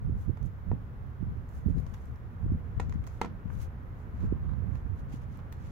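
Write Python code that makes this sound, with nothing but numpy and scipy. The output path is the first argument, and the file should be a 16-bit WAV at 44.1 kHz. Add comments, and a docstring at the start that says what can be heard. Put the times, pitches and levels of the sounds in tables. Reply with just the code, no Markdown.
"""Outdoors, close to a phone. Throughout: distant traffic, faint microphone hiss, a breeze buffeting
each port in turn. From 0.2 s a hand turns a cordless tool: skin rubs on plastic, small parts tick,
the housing knocks dully at 0.7 s. At 2.8 and 3.2 s the tool is laid on paving: two sharp plastic
knocks, then a short rattle. From 4.2 s the lid of a hard plastic tool case lifts, scuffing against
rim and hinge, with more ticks and rubs."""
import sys
import numpy as np
from scipy import signal
from scipy.fft import rfft, irfft, next_fast_len
from scipy.io import wavfile
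from scipy.ndimage import uniform_filter1d, map_coordinates

SR = 44100
rng = np.random.default_rng(int(sys.argv[2]) if len(sys.argv) > 2 else 0)


def output_pcm(signal):
    """Save a mono or channel-first signal as 16-bit PCM at the path in sys.argv[1].

    Samples are clipped to [-1, 1] before scaling.
    """
    pcm = np.clip(np.atleast_2d(signal).T, -1, 1) * 32767
    wavfile.write(sys.argv[1], SR, np.round(pcm).astype(np.int16))


N = 251811

# traffic wash, microphone hiss: (frequency [Hz], relative density [dB])
TRAFFIC_SPECTRUM = [(20, -7.5), (40, 0.5), (85, 1.5), (130, -1.5), (170, -9.5), (250, -14), (340, -20.5),
                    (480, -20), (620, -25), (1000, -24.5), (1400, -26), (2100, -35), (3000, -47.5),
                    (6000, -84)]
HISS_SPECTRUM = [(500, -14), (2000, -2), (3200, 7.5), (4500, 1), (7000, -2.5), (8000, -8.5), (9300, -9),
                 (11000, -1.5), (16000, -0.5)]
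# traffic likeness between ports: (frequency [Hz], correlation [-1..1])
TRAFFIC_CORRELATION = [(30, 0.45), (60, 0.94), (130, 1), (290, 0.98), (640, 0.22), (1410, -0.26),
                       (3100, 0.33)]
# slow traffic swell: (time [s], relative level [dB])
TRAFFIC_SWELL = [(0, -45), (1.2, -44), (4.4, -42.5), (5.7, -43)]
# gusts: (time [s], hold [s], level [dB], port [0 left, 1 right])
GUSTS = [(0.017, 0.2, -34.5, 0), (0.051, .11, -27, 1), (.28, 0.021, -22.5, 1), (0.417, 0.046, -27, 1),
         (0.689, 0.039, -24.5, 1), (0.713, 0.023, -32, 0), (1.02, 0.065, -38, 1), (1.21, 0.066, -30, 1),
         (1.272, .05, -33, 0), (1.363, 0.036, -33, 1), (1.554, 0.018, -36, 0), (1.666, 0.043, -23, 1),
         (1.685, 0.25, -36.5, 0), (1.751, 0.053, -25.5, 0), (2.104, 0.015, -34, 0), (2.23, 0.04, -38.5, 1),
         (2.42, 0.13, -27, 1), (2.451, 0.098, -28.5, 0), (2.562, .6, -38.5, 1), (2.77, 0.24, -30, 0),
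         (3.466, 0.18, -32.5, 0), (4.135, 0.36, -37.5, 0), (4.199, 0.16, -28, 1), (4.245, 0.038, -30.5, 0),
         (4.423, 0.33, -28, 1), (4.856, .08, -29, 1), (4.93, 0.21, -40, 0), (5, 0.33, -40, 1),
         (5.587, 0.074, -40, 1)]
# low flutter, finer swirls at a port: (frequency [Hz], relative density [dB])
FLUTTER_SPECTRUM = [(10, -23), (25, -7), (50, 2), (85, 4.5), (130, -2), (200, -11.5), (300, -31.5),
                    (450, -42), (800, -56), (2000, -86)]
SWIRL_SPECTRUM = [(40, -28), (120, -4.5), (200, 6), (300, -5), (450, -15), (700, -25), (1500, -71.5)]
# eddy thumps: (time [s], peak [dB], pitch [Hz], port [0 left, 1 right])
EDDIES = [(0.097, -23, 223, 1), (0.2966, -21, 237, 1), (1.229, -21.5, 184, 1), (1.663, -14, 140, 1),
          (1.686, -20, 226, 1), (1.778, -21.5, 178, 0), (2.463, -26, 225, 1), (2.521, -17.5, 196, 1),
          (2.778, -17, 87, 0), (2.889, -22.5, 140, 0), (2.958, -18.5, 137, 0), (3.459, -22, 135, 0),
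          (4.3258, -14, 247, 1), (5.142, -24.5, 186, 1)]
# skin on plastic: (centre [s], half length [s], relative level [dB], tilt [dB/oct])
SKIN_RUBS = [(.218, .031, -68, 4), (.461, .012, -69.5, 2), (1.56, 0.04, -67.5, 4),
             (1.70, 0.031, -72.5, 1.5), (1.79, .03, -69.5, 2), (1.98, 0.1, -73.5, 2),
             (2.86, 0.11, -78.5, -4.5), (3.13, 0.077, -72, 0), (3.56, 0.046, -68.5, 2),
             (3.625, 0.023, -58, 1.5), (4.0, 0.033, -76, 1), (4.23, .05, -68.5, -2.5),
             (4.76, 0.034, -71.5, -3), (4.99, 0.02, -70.5, -1), (5.14, 0.026, -61, -1.5),
             (5.21, 0.037, -70.5, -3), (5.35, 0.037, -69.5, -2.5), (5.67, 0.057, -65, -2.5)]
# skin friction: (frequency [Hz], relative density [dB])
SKIN_SPECTRUM = [(500, -15.5), (2000, 5), (4000, 0), (5300, -1.5), (6500, 2.5), (8500, -7.5), (11000, -3.5),
                 (16000, -9.5)]
# fingers, clasp, hinge: (time [s], relative level [dB], tilt [dB/oct], resonance [Hz])
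TICKS = [(0.372, -44.5, -3.5, 1090), (0.428, -48.5, 1.5, 6400), (.459, -57, 8.5, 6040),
         (1.490, -53.5, 5, 6500), (1.7825, -45, -0.5, 4200), (1.865, -43, -1.5, 5370),
         (1.9392, -41.5, 1, 5450), (1.944, -42.5, 1, 3000), (2.055, -53, 3.5, 7000), (2.158, -54, -1, 5500),
         (2.801, -30.5, -4.5, 6750), (2.895, -41.5, -3.5, 6800), (2.924, -41.5, -6.5, 6500),
         (2.94, -52.5, 2, 6250), (3.040, -47, 1, 3400), (3.067, -41.5, 2, 5550), (3.073, -39, 0.5, 6440),
         (3.216, -27.5, -5, 3820), (3.501, -52, -13, 1400), (4.754, -43, -1.5, 2460),
         (5.372, -48.5, 1, 12500), (5.524, -37.5, 3.5, 1940), (5.526, -42, 2, 3670)]
# tick colour: (frequency [Hz], gain [dB])
TICK_SPECTRUM = [(200, -1), (900, 15.5), (2000, 5.5), (3500, -4), (5000, -7), (6800, -4), (8500, -11.5),
                 (11000, -10), (16000, -8.5)]
# decay off paving and wall: (frequency [Hz], t60 [s])
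PATIO_DECAY = [(200, 0.45), (1000, 0.13), (4000, 0.21), (12000, 0.1)]
# housing contacts: (time [s], relative level [dB], tilt [dB/oct], firmness [0 rattle, 1 square blow])
KNOCKS = [(0.7157, -19, -6, 0.57), (2.7988, -20.5, -0.2, 0.42), (2.8012, -30, -0.5, .9),
          (3.2146, -16.5, 0.5, 0.72), (3.217, -17.5, -0.16, 0.9), (3.226, -32, -2, 0.56),
          (3.234, -33, 1.5, 0.26), (3.246, -25, -2.3, 0.59), (3.249, -29, 0.7, 1), (3.259, -29.5, 0, 0.36)]
# impact colour: (frequency [Hz], gain [dB])
CRACK_SPECTRUM = [(60, -8.5), (220, 12), (500, -4), (660, -1.5), (930, -1.5), (1500, -8.5), (2150, -4),
                  (2600, -10), (4000, -16), (7000, -19.5), (10000, -29.5), (16000, -35.5)]
# housing modes: (frequency [Hz], relative level [dB], t60 [s])
HOUSING_MODES = [(225, -0.5, 0.077), (348, -13, 0.04), (474, -2.5, 0.061), (526, -7, 0.027),
                 (770, 4.5, 0.011), (954, 3, 0.024), (1010, -14, 0.013), (1333, -7, 0.041),
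                 (1817, -9, 0.036), (2020, -12.5, 0.013), (3340, -22, 0.02), (4330, -22, 0.023),
                 (6280, -22.5, 0.036), (6960, -29.5, 0.026)]
# lid on rim and hinge: (centre [s], half length [s], relative level [dB], tilt [dB/oct])
LID_SCUFFS = [(4.25, 0.049, -56, -4), (4.495, 0.036, -57, -0.5), (5.395, 0.0066, -56, 4.5)]
# lid friction: (frequency [Hz], relative density [dB])
LID_SPECTRUM = [(300, -14), (700, -7.5), (1050, 1.5), (1400, -5), (2000, -17), (4000, -28.5), (9000, -51)]

BREEZE_DB, BREEZE_SWING_DB, BREEZE_RATE_HZ = -47, 3, 9
GUST_RISE_S, GUST_FALL_S = 0.014, 0.028
BAND_LIMIT_HZ = 15830


def amp(db):
    """Decibels to gain."""
    return 10 ** (np.asarray(db) / 20)


def unit(x):
    """Scale to rms 1."""
    return x / np.sqrt(np.mean(x ** 2) + 1e-20)


def along(points, hz):
    """Interpolate (frequency, value) points on a log axis."""
    knots_hz, values = np.transpose(points)
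    return np.interp(np.log(hz + 1), np.log(knots_hz), values)


def octaves(hz, centre_hz):
    """Octaves above a centre, flat in the bass."""
    return np.log2(np.maximum(hz, centre_hz / 2) / centre_hz)


def wobble(rate_hz):
    """Smooth random curve."""
    knots = rng.standard_normal(int(N * rate_hz / SR) + 4)
    return map_coordinates(knots, [np.arange(N) * rate_hz / SR])


def filtered(x, gain):
    """Zero-phase filter, response gain(hz)."""
    n = x.shape[-1]
    size = next_fast_len(n + 8192)
    return irfft(rfft(x, size) * gain(np.fft.rfftfreq(size, 1 / SR)), size)[..., :n]


def causal(x, gain_db, size=2048):
    """Minimum-phase filter, response gain_db(hz)."""
    cepstrum = irfft(np.log(amp(gain_db(np.fft.rfftfreq(size, 1 / SR)))))
    fold = np.r_[1, np.full(size // 2 - 1, 2), np.zeros(size // 2)]
    impulse = irfft(np.exp(rfft(cepstrum * fold)))
    return signal.fftconvolve(x, impulse[None], axes=1)[:, :x.shape[1]]


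def noise(spectrum, shape):
    """Coloured noise, rms 1."""
    return unit(filtered(rng.standard_normal(shape), lambda hz: amp(along(spectrum, hz))))


def add(track, time_s, sound):
    """Mix in a stereo sound; time_s may be negative."""
    start = round(time_s * SR)
    sound = sound[:, max(0, -start):]
    part = track[:, max(0, start):][:, :sound.shape[1]]
    part += sound[:, :part.shape[1]]


def traffic():
    """Distant wash, slowly swelling, alike at both ports in the bass."""
    def mid_side_gains(hz):
        angle_rad = np.arccos(along(TRAFFIC_CORRELATION, hz)) / 2
        return np.array([np.cos(angle_rad), np.sin(angle_rad)])

    mid, side = filtered(noise(TRAFFIC_SPECTRUM, (2, N)), mid_side_gains)
    level_db = np.interp(np.arange(N) / SR, *np.transpose(TRAFFIC_SWELL)) + 0.23 * wobble(6.4)
    return unit(np.array([mid + side, mid - side])) * amp(level_db) * amp([[0], [1.6]])


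def microphone_hiss():
    """Self-noise, independent per channel."""
    return amp(-75.5) * noise(HISS_SPECTRUM, (2, N))


def airflow_db(port):
    """Wind level at one port: wavering breeze plus gusts that rise fast, hold, fall more slowly."""
    t = np.arange(N) / SR
    power = amp(BREEZE_DB + BREEZE_SWING_DB * wobble(BREEZE_RATE_HZ)) ** 2
    for time_s, hold_s, level_db, gust_port in GUSTS:
        if gust_port == port:
            before = np.maximum(time_s - t, 0) / GUST_RISE_S
            after = np.maximum(t - time_s - hold_s, 0) / GUST_FALL_S
            power += (amp(level_db) * np.exp(-before - after)) ** 2
    return 10 * np.log10(power)


def buffet(level_db):
    """Turbulence at one port: low flutter, plus finer swirls that grow faster than the breeze."""
    flutter = noise(FLUTTER_SPECTRUM, N)
    power = uniform_filter1d(uniform_filter1d(flutter ** 2, size=1500), size=1100)
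    even_flutter = flutter / np.sqrt(np.abs(power) + 1e-6)
    swirl_db = 1.62 * level_db - 2.5 + 6 * wobble(70)
    return amp(level_db) * even_flutter + amp(swirl_db) * noise(SWIRL_SPECTRUM, N)


def eddies():
    """Each eddy sucks at one port: a thump."""
    out, t = np.zeros((2, N)), np.arange(-SR // 20, SR // 20) / SR
    for time_s, peak_db, pitch_hz, port in EDDIES:
        spread = (np.pi * pitch_hz * t) ** 2
        thump = np.zeros((2, len(t)))
        thump[port] = (2 * spread - 1) * np.exp(-spread)
        add(out, time_s + t[0], amp(peak_db) * thump)
    return out


def slides(strokes, spectrum, grain_db):
    """Sliding friction: hiss that swells and fades, grainy from stick-slip."""
    out, t = np.zeros((2, N)), np.arange(-SR // 4, SR // 4) / SR
    for centre_s, half_s, level_db, tilt_db_oct in strokes:
        friction = noise(spectrum, (2, len(t)))
        hiss = unit(filtered(friction, lambda hz: amp(tilt_db_oct * octaves(hz, centre_hz=4000))))
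        swell = np.exp(-0.5 * (t / half_s) ** 2)
        add(out, centre_s + t[0], amp(level_db) * swell * hiss)
    grain = unit(amp(grain_db * (wobble(400) + 0.68 * wobble(60))))
    return out * grain * amp([[-2.5], [0]])


def contact(t, firmness, push_s, grit, t60_s, rise_s):
    """Hard surfaces meet: a push, then brief chatter, different at each port."""
    chatter = rng.standard_normal((2, len(t))) * amp(-60 * t / t60_s) * (1 - np.exp(-t / rise_s))
    push = np.exp(-t / push_s)
    return grit * chatter / np.linalg.norm(chatter[0]) - firmness * push / push.sum()


def patio(sound, wet_db):
    """Paving and house wall scatter a short tail, dying faster in the treble."""
    hz, t, bins = signal.stft(rng.standard_normal((2, SR // 4)), SR, nperseg=256)
    decay = amp(-60 * t / along(PATIO_DECAY, hz)[:, None])
    _, tail = signal.istft(bins * decay, SR, nperseg=256)
    echo = signal.fftconvolve(sound, tail / np.linalg.norm(tail[0]), axes=1)
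    return sound + amp(wet_db) * echo[:, :sound.shape[1]]


def ticks():
    """Small plastic parts touch, each with one short resonance."""
    out, t = np.zeros((2, N)), np.arange(SR // 4) / SR
    for time_s, level_db, tilt_db_oct, ring_hz in TICKS:
        def colour_db(hz):
            resonance_db = 9 / (1 + ((hz / ring_hz - 1) / 0.22) ** 2)
            return along(TICK_SPECTRUM, hz) + tilt_db_oct * octaves(hz, centre_hz=3980) + resonance_db

        touch = contact(t, firmness=0.96, push_s=0.00008, grit=2.2, t60_s=0.011, rise_s=0.0013)
        add(out, time_s, amp(level_db) * patio(causal(touch, colour_db), wet_db=-6.5))
    return out * amp([[3], [3.5]])


def housing_ring(t):
    """Decaying modes; the grip shifts their level and pitch at each blow."""
    ring = np.zeros((2, len(t)))
    for hz, level_db, t60_s in HOUSING_MODES:
        envelope = amp(level_db + rng.normal(0, 1.45, (2, 1)) - 60 * t / t60_s)
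        ring += envelope * np.sin(2 * np.pi * hz * rng.normal(1, 0.02) * t)
    return ring


def knocks():
    """Each blow gives a crack and rings the tool's housing."""
    out, t = np.zeros((2, N)), np.arange(SR // 4) / SR
    for time_s, level_db, tilt_db_oct, firmness in KNOCKS:
        impact = contact(t, firmness, push_s=0.00015, grit=0.65, t60_s=0.016, rise_s=0.00016)
        crack = amp(16.5) * causal(impact, lambda hz: along(CRACK_SPECTRUM, hz))
        ring = amp(-16.5) * housing_ring(t)
        blow = causal(crack - ring, lambda hz: tilt_db_oct * octaves(hz, centre_hz=452))
        add(out, time_s, amp(level_db) * patio(blow, wet_db=-9))
    return out * amp([[-1], [1]])


def scene():
    """Open-air background, then tool and case handling."""
    background = traffic() + microphone_hiss()
    wind = np.array([buffet(airflow_db(port)) for port in range(2)]) + eddies()
    handling = slides(SKIN_RUBS, SKIN_SPECTRUM, grain_db=1.5) + ticks() + knocks()
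    lid = slides(LID_SCUFFS, LID_SPECTRUM, grain_db=5.5)
    return background + wind + handling + lid


def record(dry):
    """Phone band limit: brick-wall low-pass."""
    return filtered(dry, lambda hz: hz < BAND_LIMIT_HZ)


dry = scene()
out = record(dry)
output_pcm(out)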